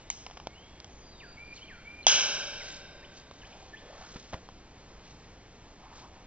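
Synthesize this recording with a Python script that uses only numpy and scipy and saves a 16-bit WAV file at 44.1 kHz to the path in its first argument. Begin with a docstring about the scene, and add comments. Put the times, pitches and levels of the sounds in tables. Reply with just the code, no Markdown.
"""Quiet garden air. Bolt cutters bite into a welded wire fence panel and the strained wire sings thinly.
A plastic ground sheet crackles under shoes, songbirds start calling from the trees and leaves brush.
At two seconds the wire snaps: the panel rattles and the whole mesh rings on under the birdsong.
Shoes scuff the sheet, a heel knocks and, just after four seconds, the cutters drop on it with a thud.
A few last scuffs and swishes follow. One microphone hears it all from a few metres away."""
import sys
import numpy as np
from scipy import signal
from scipy.fft import rfft, irfft
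from scipy.io import wavfile

SR = 44100
rng = np.random.default_rng(int(sys.argv[2]) if len(sys.argv) > 2 else 0)


def materialize(psi):
    """Save the field psi as 16-bit PCM at rate SR to the path in sys.argv[1].

    A 1-D psi becomes a single channel; in a 2-D psi each row is a channel.
    """
    bounded = np.clip(np.atleast_2d(psi).T, -1, 1)
    quanta = np.round(bounded * 32767).astype(np.int16)
    wavfile.write(sys.argv[1], SR, quanta)


N = 276066
TIME = np.arange(N) / SR
FREQS = np.maximum(np.fft.rfftfreq(N, 1 / SR), 1)
TOP_HZ = 7180  # upper edge of the whole sound
BUILD_S = 0.04  # build-up of the panel's rattle, and of its ring at 1 kHz


def undb(db):
    """Decibels to gain."""
    return 10 ** (np.asarray(db) / 20)


def add(track, s, sound):
    """Mix a sound into the track at s seconds."""
    start = int(s * SR)
    track[start:start + len(sound)] += sound[:N - start]


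def ring(hz, size, t60, count=400):
    """Sum of decaying sines (a complex size carries a phase), in count blocks of count samples."""
    pole = 2j * np.pi * hz - np.log(1000) / t60
    t = np.arange(count) / SR
    block_starts = size * np.exp(np.outer(t * count, pole))
    return (block_starts @ np.exp(np.outer(pole, t))).imag.ravel()


def hiss(hz, octaves, size):
    """Noise of rms 1 in a bell-shaped band."""
    f = np.maximum(np.fft.rfftfreq(size, 1 / SR), 1)
    bell = np.exp(-(np.log2(f / hz) / octaves) ** 2) * (f < TOP_HZ)
    noise = irfft(rfft(rng.standard_normal(size)) * bell, size)
    return noise / noise.std()


def fade(t60, size):
    """Exponential decay, 60 dB down after t60 seconds."""
    return np.exp(-np.log(1000) * TIME[:size] / t60)


def swell(length, size):
    """A smooth rise and fall around the middle of size samples."""
    return np.exp(-2 * ((TIME[:size] - size / SR / 2) / length) ** 2)


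def walk(rate):
    """Random wander with a spread near 1, gliding to rate new values a second."""
    knots = rng.standard_normal(4096)
    return np.interp(TIME * rate, np.arange(len(knots)), knots) * np.sqrt(3 / 2)


def air(rumble_flicker_db=0.9, hiss_flicker_db=0.6):
    """Far rumble that flickers by octave bands, under a nearly even leaf hiss."""
    # the open-air bed: (frequency [Hz], noise density [dB/Hz])
    bed = [(20, -75.5), (55, -76), (120, -81), (250, -84), (500, -87), (900, -89.5), (1400, -95),
           (2200, -95), (3500, -98), (7000, -100.5)]
    hz, db = np.transpose(bed)
    colour = undb(np.interp(np.log(FREQS), np.log(hz), db))
    spectrum = rfft(rng.standard_normal(N)) * colour * np.sqrt(SR / 2)
    out, sway_db = 0, 0.4 * walk(2)
    for octave in range(3, 14):
        band = irfft(spectrum * np.maximum(1 - abs(np.log2(FREQS) - octave), 0), N)
        flicker_db = rumble_flicker_db if octave < 8 else hiss_flicker_db
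        out = out + band * undb(sway_db + flicker_db * walk(19))
    return out


def twinned(hz, db, t60, split_hz=7, twin_db=-11):
    """A wire bends in two planes at slightly different pitches, so each mode gets a beating twin."""
    split = split_hz * (1 / 2 + rng.random(len(hz))) * rng.choice([-1, 1], len(hz))
    return np.hstack([[hz, db, t60], [hz + split, db + twin_db, t60]])


def held_wire():
    """The short length of wire under strain in the jaws sings thinly."""
    # modes of the strained wire: (pitch [Hz], level [dB], t60 [s])
    modes = [(2130, -65, .7), (2920, -63, 1.2), (3682, -65, 2), (5055, -63, 1), (5265, -56, .7),
             (5394, -59, .6), (6067, -60, .6), (6912, -53, .8), (6990, -54, .6)]
    hz, db, t60 = twinned(*np.transpose(modes))
    phase = np.exp(2j * np.pi * rng.random(len(hz)))
    return ring(hz, undb(db) * phase, t60)


def cutters(earlier_db=8.5):
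    """The jaws bite, then snap through: each is a crack followed by the ring of the fence."""
    # bite, then snap: (time [s], ring level [dB], ring tilt [dB/octave], weak mode trim [dB])
    cuts = [(0.101, -43, 5.5, 13.5), (2.067, 2.5, 0.5, 0)]
    # the jaws closing on the wire: (pitch [Hz], peak level [dB], time to peak [s])
    bite = [(930, -33, 0.0011), (2170, -29.5, 0.0013), (3090, -32, 0.0013), (3860, -36, 0.00077),
            (6100, -20.5, 0.00093), (6780, -19.5, 0.001)]
    # the wire parting, with a low jolt of the panel: (pitch [Hz], peak level [dB], time to peak [s])
    snap = [(90, -41, .003), (770, -12, .0014), (2150, -26, .001), (3270, -7.7, .0015), (5100, -13, .001),
            (5850, -7, .0008), (7000, -19, .001)]
    bite_s, snap_s = cuts[0][0], cuts[1][0]
    out = np.zeros(N)
    add(out, 0, undb(earlier_db) * held_wire()[SR // 4:])  # still singing from an earlier squeeze
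    add(out, bite_s, held_wire())
    for (s, ring_db, tilt_db, crowd_db), modes in zip(cuts, (bite, snap)):
        add(out, s - 256 / SR, crack(modes))  # early by the crack's lead-in
        add(out, s, undb(ring_db) * panel(tilt_db, crowd_db))
    add(out, snap_s, rattle())
    return out


def crack(modes, lead_s=0.00037, grit_db=-22, grit_t60=0.11):
    """Steel on steel swells and dies in a flash; the stiff wire carries the treble ahead of the bass."""
    t, tones = TIME[:4096], 0
    for hz, db, peak_s in modes:
        envelope = (t / peak_s * np.exp(1 - t / peak_s)) ** 2
        tones = tones + undb(db) * envelope * np.sin(2 * np.pi * hz * t)
    loudest_db = max(db for _, db, _ in modes)
    grit = undb(loudest_db + grit_db) * hiss(3700, 1, len(t)) * fade(grit_t60, len(t))
    hit = np.pad(tones + grit, (256, 0))  # a lead-in leaves room for the early treble
    f = np.fft.rfftfreq(len(hit), 1 / SR)
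    lead = lead_s * np.minimum(f / TOP_HZ, 1) ** 2
    return irfft(rfft(hit) * np.exp(2j * np.pi * np.cumsum(lead) * f[1]))


def mesh_modes(crowd_db, uneven_db=4, decay_scatter=0.58, count=760):
    """The welded mesh has a dense crowd of weak modes, uneven in pitch, level and decay."""
    # contour of the crowd: (frequency [Hz], level density [dB/Hz], t60 [s])
    contour = [(99.06, -75, 2.5), (250, -78.5, 2.1), (436, -71, 2.06), (560, -76.5, 3.5), (830, -72, 1.6),
               (1200, -68.5, 0.93), (1560, -65, 1.84), (1920, -74, 0.86), (2280, -62, 1.07),
               (2970, -60.5, 1.25), (3300, -56.5, 0.77), (3550, -62.5, 0.7), (3900, -63.5, 1),
               (4500, -67.5, 1), (5200, -59, 1.15), (6500, -53.5, 0.42), (7100, -66.5, 0.91)]
    mesh_hz, mesh_db, mesh_t60 = np.transpose(contour)
    spacing = TOP_HZ / count
    hz = mesh_hz[0] + (np.arange(count) + rng.random(count)) * spacing
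    db = np.interp(hz, mesh_hz, mesh_db) + 10 * np.log10(2 * spacing) + crowd_db
    db += uneven_db * rng.uniform(-1, 1, count)
    t60 = np.interp(hz, mesh_hz, mesh_t60) * np.exp(decay_scatter * rng.uniform(-1, 1, count))
    return np.array([hz, db, t60])


def panel(tilt_db, crowd_db, wires_db=-1, attack_s=0.00018, late_share=0.42):
    """Waves spread through the welds, the bass slowest, and set the wires and the mesh ringing."""
    # strongest bending modes of the panel's wires: (pitch [Hz], level [dB], t60 [s])
    wires = [(386, -53, 1.6), (569, -45.5, 3.2), (586, -51.5, 2.15), (614, -51.5, 3.2), (870, -50.0, 2.0),
             (1005, -44.5, 1.05), (1436, -49.0, 2.0), (1505, -42.5, 1.7), (1524, -50.5, 3.0),
             (1546, -46.5, 1.65), (1560, -39.5, 1.4), (1577, -52.5, 3.0), (1592, -44.0, 1.7),
             (1606, -47, 3.0), (1628, -44.0, 1.55), (1752, -50, 1.3), (1798, -50, 1.2), (2113, -41.5, 0.85),
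             (2288, -41, 1.0), (2328, -42, 1.3), (2383, -47.0, 2.0), (2409, -51, 2.7), (2440, -43.0, 1.25),
             (2591, -39, 1.0), (2640, -37.5, 1.1), (2716, -34, 0.9), (2758, -37.5, 1.25), (2896, -32, 0.9),
             (2932, -28.0, 0.8), (3007, -38.0, 1.4), (3032, -36.0, 1.1), (3093, -40.5, 1.3),
             (3150, -39.0, 1.15), (3208, -39, 1.15), (3282, -34.0, 1.05), (3329, -33.5, 0.8),
             (3361, -39.0, 1.0), (3684, -44, 2.9), (3710, -38, 1.6), (3760, -45.0, 1.25),
             (3872, -40.5, 1.9), (3897, -39.0, 1.0), (3934, -40.0, 1.35), (3949, -41, 0.9),
             (3967, -40.5, 0.95), (4171, -45, 1.0), (4244, -45.5, 1.3), (4291, -47.0, 1.2),
             (4435, -52.0, 2.15), (4629, -47.0, 1.5), (4704, -46.0, 1.95), (4724, -47.0, 1.7),
             (4753, -53.0, 3.0), (4942, -42.0, 1.2), (5032, -38.5, 1.1), (5171, -38.0, 0.95),
             (5303, -39.5, 1.45), (5422, -35.5, 0.95), (5469, -40.0, 1.35), (5730, -33.5, 1.0),
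             (5753, -35.0, 1.05), (5772, -38.5, 1.3), (6154, -40.5, 1.4), (6176, -34.5, 0.8),
             (6277, -35, 0.85), (6513, -36, 0.8)]
    wire_hz, wire_db, wire_t60 = np.transpose(wires)
    crowd = mesh_modes(crowd_db)
    hz, db, t60 = np.hstack([twinned(wire_hz, wire_db + wires_db, wire_t60), crowd])
    phase = np.exp(2j * np.pi * rng.random(len(hz)))
    size = undb(db + tilt_db * np.log2(hz / 3000)) * phase
    build_t60 = np.log(1000) * BUILD_S * np.sqrt(1000 / hz)
    yet_to_arrive = late_share * ring(hz, size, 1 / (1 / t60 + 1 / build_t60))
    bloom = ring(hz, size, t60) - yet_to_arrive
    return bloom * (1 - np.exp(-TIME[:len(bloom)] / attack_s))


def sheet(pitch_scatter=0.066, crumple_db=-11.0, crumple_t60=0.018):
    """Plastic creases pop underfoot, each at a slightly different pitch, with a short crumple behind."""
    # crackles of the ground sheet: (time [s], level [dB], treble tilt [dB/octave])
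    crackles = [(0.2650, -34, 3), (.2690, -42, 0.5), (.3000, -47, -4), (0.3109, -39.5, -2.5),
                (0.313, -50, 3), (0.3718, -40.5, 0), (0.375, -39, 2), (0.4001, -39, -2), (0.471, -29, -1.5),
                (0.4725, -46, 4), (0.802, -48, 11.5), (0.8447, -43, 7.5), (3.3117, -40, -3.5),
                (4.3268, -44, 1), (4.3412, -33.5, -3), (4.4889, -43.5, -5)]
    # modes of the creased sheet: (pitch [Hz], relative level [dB], t60 [s])
    modes = [(566, -13, 0.007), (816, 0, 0.01), (936, -0.5, 0.012), (1280, 0.5, 0.0033), (2220, -8, 0.017),
             (3350, 1, 0.0072), (4300, -8, .005), (5500, -1, 0.0043)]
    out = np.zeros(N)
    hz, mode_db, t60 = np.transpose(modes)
    for s, db, tilt_db in crackles:
        size = undb(mode_db + tilt_db * np.log2(hz / 2000)) * rng.choice([-1, 1], len(hz))
        detuned_hz = hz * np.exp(pitch_scatter * rng.standard_normal(len(hz)))
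        pop = ring(detuned_hz, size, t60, count=48)
        crumple = undb(crumple_db) * hiss(2000, 2.1, len(pop)) * fade(crumple_t60, len(pop))
        add(out, s, undb(db) * (pop + crumple))
    return out


def birds(level_db=-1.5, flutter_db=1.7, leaves_db=-9.0, leaves_t60=0.084, trees_db=-2.5, trees_t60=2.1):
    """Whistles, chips and flicks, scattered by near leaves and by the edge of the wood."""
    # single slurred whistles:
    # (time [s], length [s], first pitch [Hz], target pitch [Hz], settling [s], level [dB], fade [dB])
    whistles = [(.49, 0.063, 2080, 2390, 0.061, -62, -2), (0.536, 0.21, 2650, 3426, 0.071, -55.5, 11.5),
                (0.891, 0.2, 6330, 6210, 0.061, -64, 0.5), (0.998, 0.36, 4853, 4620, 0.24, -60.5, 1.5),
                (1.108, 0.11, 4390, 3600, 0.032, -56.5, 10), (2.594, 0.04, 2745, 1696, 0.021, -43.5, 5),
                (3.41, 0.023, 3700, 2200, 0.013, -50.5, 5)]
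    # the near bird's phrase of down-slur, held whistle and upturn:
    # (offset [s], length [s], first pitch [Hz], target pitch [Hz], settling [s], level [dB], fade [dB])
    phrase = [(0, 0.122, 3350, 1340, .025, -48.5, 13), (0.166, 0.18, 2110, 2385, 0.026, -48, 1.5),
              (0.41, .04, 2800, 3710, 0.049, -53.5, -4)]
    # the phrase is sung twice: (time [s], gain [dB])
    entries = [(1.197, 0), (1.675, 1.5)]
    # the sharp chip in each phrase: (time [s], top pitch [Hz], level [dB])
    chips = [(1.556, 4430, -49.5), (2.022, 4310, -49)]
    song = flicks()
    for s, db in entries:
        for offset, *note in phrase:
            add(song, s + offset, undb(db) * slur(*note))
    for s, top_hz, db in chips:
        add(song, s, undb(db) * chip(top_hz))
    for s, *note in whistles:
        add(song, s, slur(*note))
    song *= undb(level_db + flutter_db * walk(90))
    near_echo = undb(leaves_db) * scattered(song, leaves_t60)
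    far_echo = undb(trees_db) * scattered(song, trees_t60)
    return song + near_echo + far_echo


def whistle(hz, waver=0.0035, attack_s=0.007, release_s=0.009, swell_share=0.11):
    """A bird's pure tone along a wavering pitch; long notes swell in more slowly."""
    t = TIME[:len(hz)]
    wavering_hz = hz * (1 + waver * walk(260)[:len(t)])
    phase = 2 * np.pi * np.cumsum(wavering_hz) / SR
    attack = t / max(attack_s, swell_share * t[-1])
    release = (t[-1] - t) / release_s
    return np.sqrt(2) * np.sin(phase) * np.clip(np.minimum(attack, release), 0, 1)


def slur(length, first_hz, target_hz, settle_s, db, fade_db):
    """A note that slides fast, then eases toward its target pitch; a negative fade makes it grow."""
    t = TIME[:int(length * SR)]
    hz = target_hz + (first_hz - target_hz) * np.exp(-t / settle_s)
    return whistle(hz) * undb(db - fade_db * t / length)


def scattered(sound, t60):
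    """The sound as it returns from many leaves and trunks, at the same level."""
    echoes = rng.standard_normal(SR) * fade(t60, SR)
    return signal.fftconvolve(sound, echoes / np.linalg.norm(echoes))[:N]


def chip(top_hz):
    """A bird's accented hook at the top, then a quick, softer drop."""
    # hook and drop: (time [s], pitch [share of the top], level [dB])
    shape = [(0, 0.88, -3), (.009, 1, 3), (.016, .93, -6), (.021, .72, -2.5), (.03, .63, -5.5),
             (0.049, 0.56, -18)]
    s, pitch, db = np.transpose(shape)
    t = TIME[:int(s[-1] * SR)]
    return whistle(top_hz * np.interp(t, s, pitch), waver=0.01) * undb(np.interp(t, s, db))


def rustles(grain_db=2.0, swish_hz=5400, scrape_hz=1200, scrape_db=-6.5, size=32768):
    """Rubbing swells and dies away, catching in small uneven grains: leaves high, shoes low."""
    # leaves brushing: (peak time [s], length [s], level [dB])
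    swishes = [(1.572, 0.07, -55.5), (2.696, 0.15, -47), (3.179, 0.073, -55), (3.537, 0.4, -60),
               (4.119, 0.31, -53.5), (5.088, 0.08, -58), (5.993, 0.086, -54.5)]
    # shoes scuffing the sheet: (peak time [s], length [s], level [dB], band centre [Hz])
    scuffs = [(3.57, 0.23, -56.5, 714), (3.894, 0.14, -53, 560), (3.946, 0.048, -53.5, 850),
              (4.017, 0.056, -51.5, 795), (4.04, 0.14, -57, 1340), (4.158, .04, -52, 440),
              (4.353, 0.046, -52, 549), (5.641, 0.045, -59, 720), (5.85, 0.066, -54, 870),
              (5.916, 0.035, -53, 920), (5.979, .08, -57.5, 1200), (6.039, 0.057, -53.5, 890),
              (6.171, 0.073, -59, 860)]
    out, half_s = np.zeros(N), size / SR / 2
    for s, length, db in swishes:
        leaves = hiss(swish_hz, octaves=1.8, size=size)
        add(out, s - half_s, undb(db) * leaves * swell(length, size))
    for s, length, db, hz in scuffs:
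        rub = hiss(hz, octaves=0.47, size=size)
        scrape = undb(scrape_db) * hiss(scrape_hz, octaves=1.6, size=size)
        add(out, s - half_s, undb(db) * (rub + scrape) * swell(length, size))
    return out * undb(grain_db * (walk(220) - 1 / 2))


def rattle(level_db=-40, centre_hz=863, t60=1.17, chatter_db=2.5):
    """The jolted panel chatters against its post and the ground as it settles."""
    grains = undb(chatter_db * (1 / 2 - walk(150)))
    envelope = fade(t60, N) * (1 - np.exp(-TIME / BUILD_S))
    return undb(level_db) * hiss(centre_hz, octaves=0.94, size=N) * grains * envelope


def flicks(high_hz=3685, rough_db=1, leaves_db=-3.0, leaves_t60=0.04):
    """A bird deep in the foliage: each rough note creeps up, then sweeps to a higher register."""
    # quick upward flicks: (time [s], length [s], first pitch [Hz], level [dB])
    calls = [(2.528, 0.048, 1877, -54), (3.022, 0.041, 1760, -53), (3.426, 0.042, 1690, -56),
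             (3.517, 0.024, 2090, -55), (3.525, 0.021, 2200, -62), (3.727, 0.072, 1720, -54)]
    # arc of a flick: (time [share of the note], pitch [share of the climb to high_hz], level [dB])
    shape = [(0, 0, -7), (.32, .08, -1), (.48, .43, 1), (.56, .65, -1), (.66, .83, -.5), (.87, .94, -.5),
             (1, 1.1, -7)]
    out = np.zeros(N)
    share, climb, shape_db = np.transpose(shape)
    for s, length, low_hz, db in calls:
        along = np.linspace(0, 1, int(length * SR))
        hz = low_hz * (high_hz / low_hz) ** np.interp(along, share, climb)
        note = whistle(hz, waver=0.028)
        flutter_db = rough_db * walk(173)[:len(note)]
        add(out, s, note * undb(db + np.interp(along, share, shape_db) + flutter_db))
    return out + undb(leaves_db) * scattered(out, leaves_t60)


def knocks(slap_t60=0.079, contact_s=0.00015):
    """Soil yields to each blow with a dead thump while the plastic on top slaps."""
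    # a heel, then the dropped cutters: (time [s], level [dB], pitch [Hz], t60 [s], slap trim [dB])
    blows = [(4.159, -32, 180, 0.025, -5), (4.3296, -31, 745, 0.015, -8), (4.333, -24, 663, 0.019, -7),
             (4.341, -42, 510, 0.025, 3), (4.3428, -23, 90, 0.023, -30)]
    out = np.zeros(N)
    for s, db, hz, t60, slap_db in blows:
        thump = ring(np.array([hz]), 1.0, t60, count=72)
        slap = hiss(430, 2.84, len(thump)) * fade(slap_t60, len(thump))
        attack = 1 - np.exp(-(TIME[:len(thump)] / contact_s) ** 2)
        add(out, s, undb(db) * attack * (thump + undb(slap_db) * slap / 2))
    return out


def scene():
    """Everything reaches one microphone, which feeds both channels."""
    mono = cutters() + sheet() + knocks() + rustles() + birds() + air()
    return np.array([mono, mono])


def record(dry, left_lag_s=62.5e-6):
    """Peaks clip at full scale, the left channel runs slightly late and the treble is cut steeply."""
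    left, right = np.clip(dry, -1, 1)
    left = irfft(rfft(left) * np.exp(-2j * np.pi * FREQS * left_lag_s), N)
    treble_cut = signal.ellip(10, .2, 75, TOP_HZ, fs=SR, output="sos")
    return signal.sosfilt(treble_cut, [left, right])


dry = scene()
out = record(dry)
materialize(out)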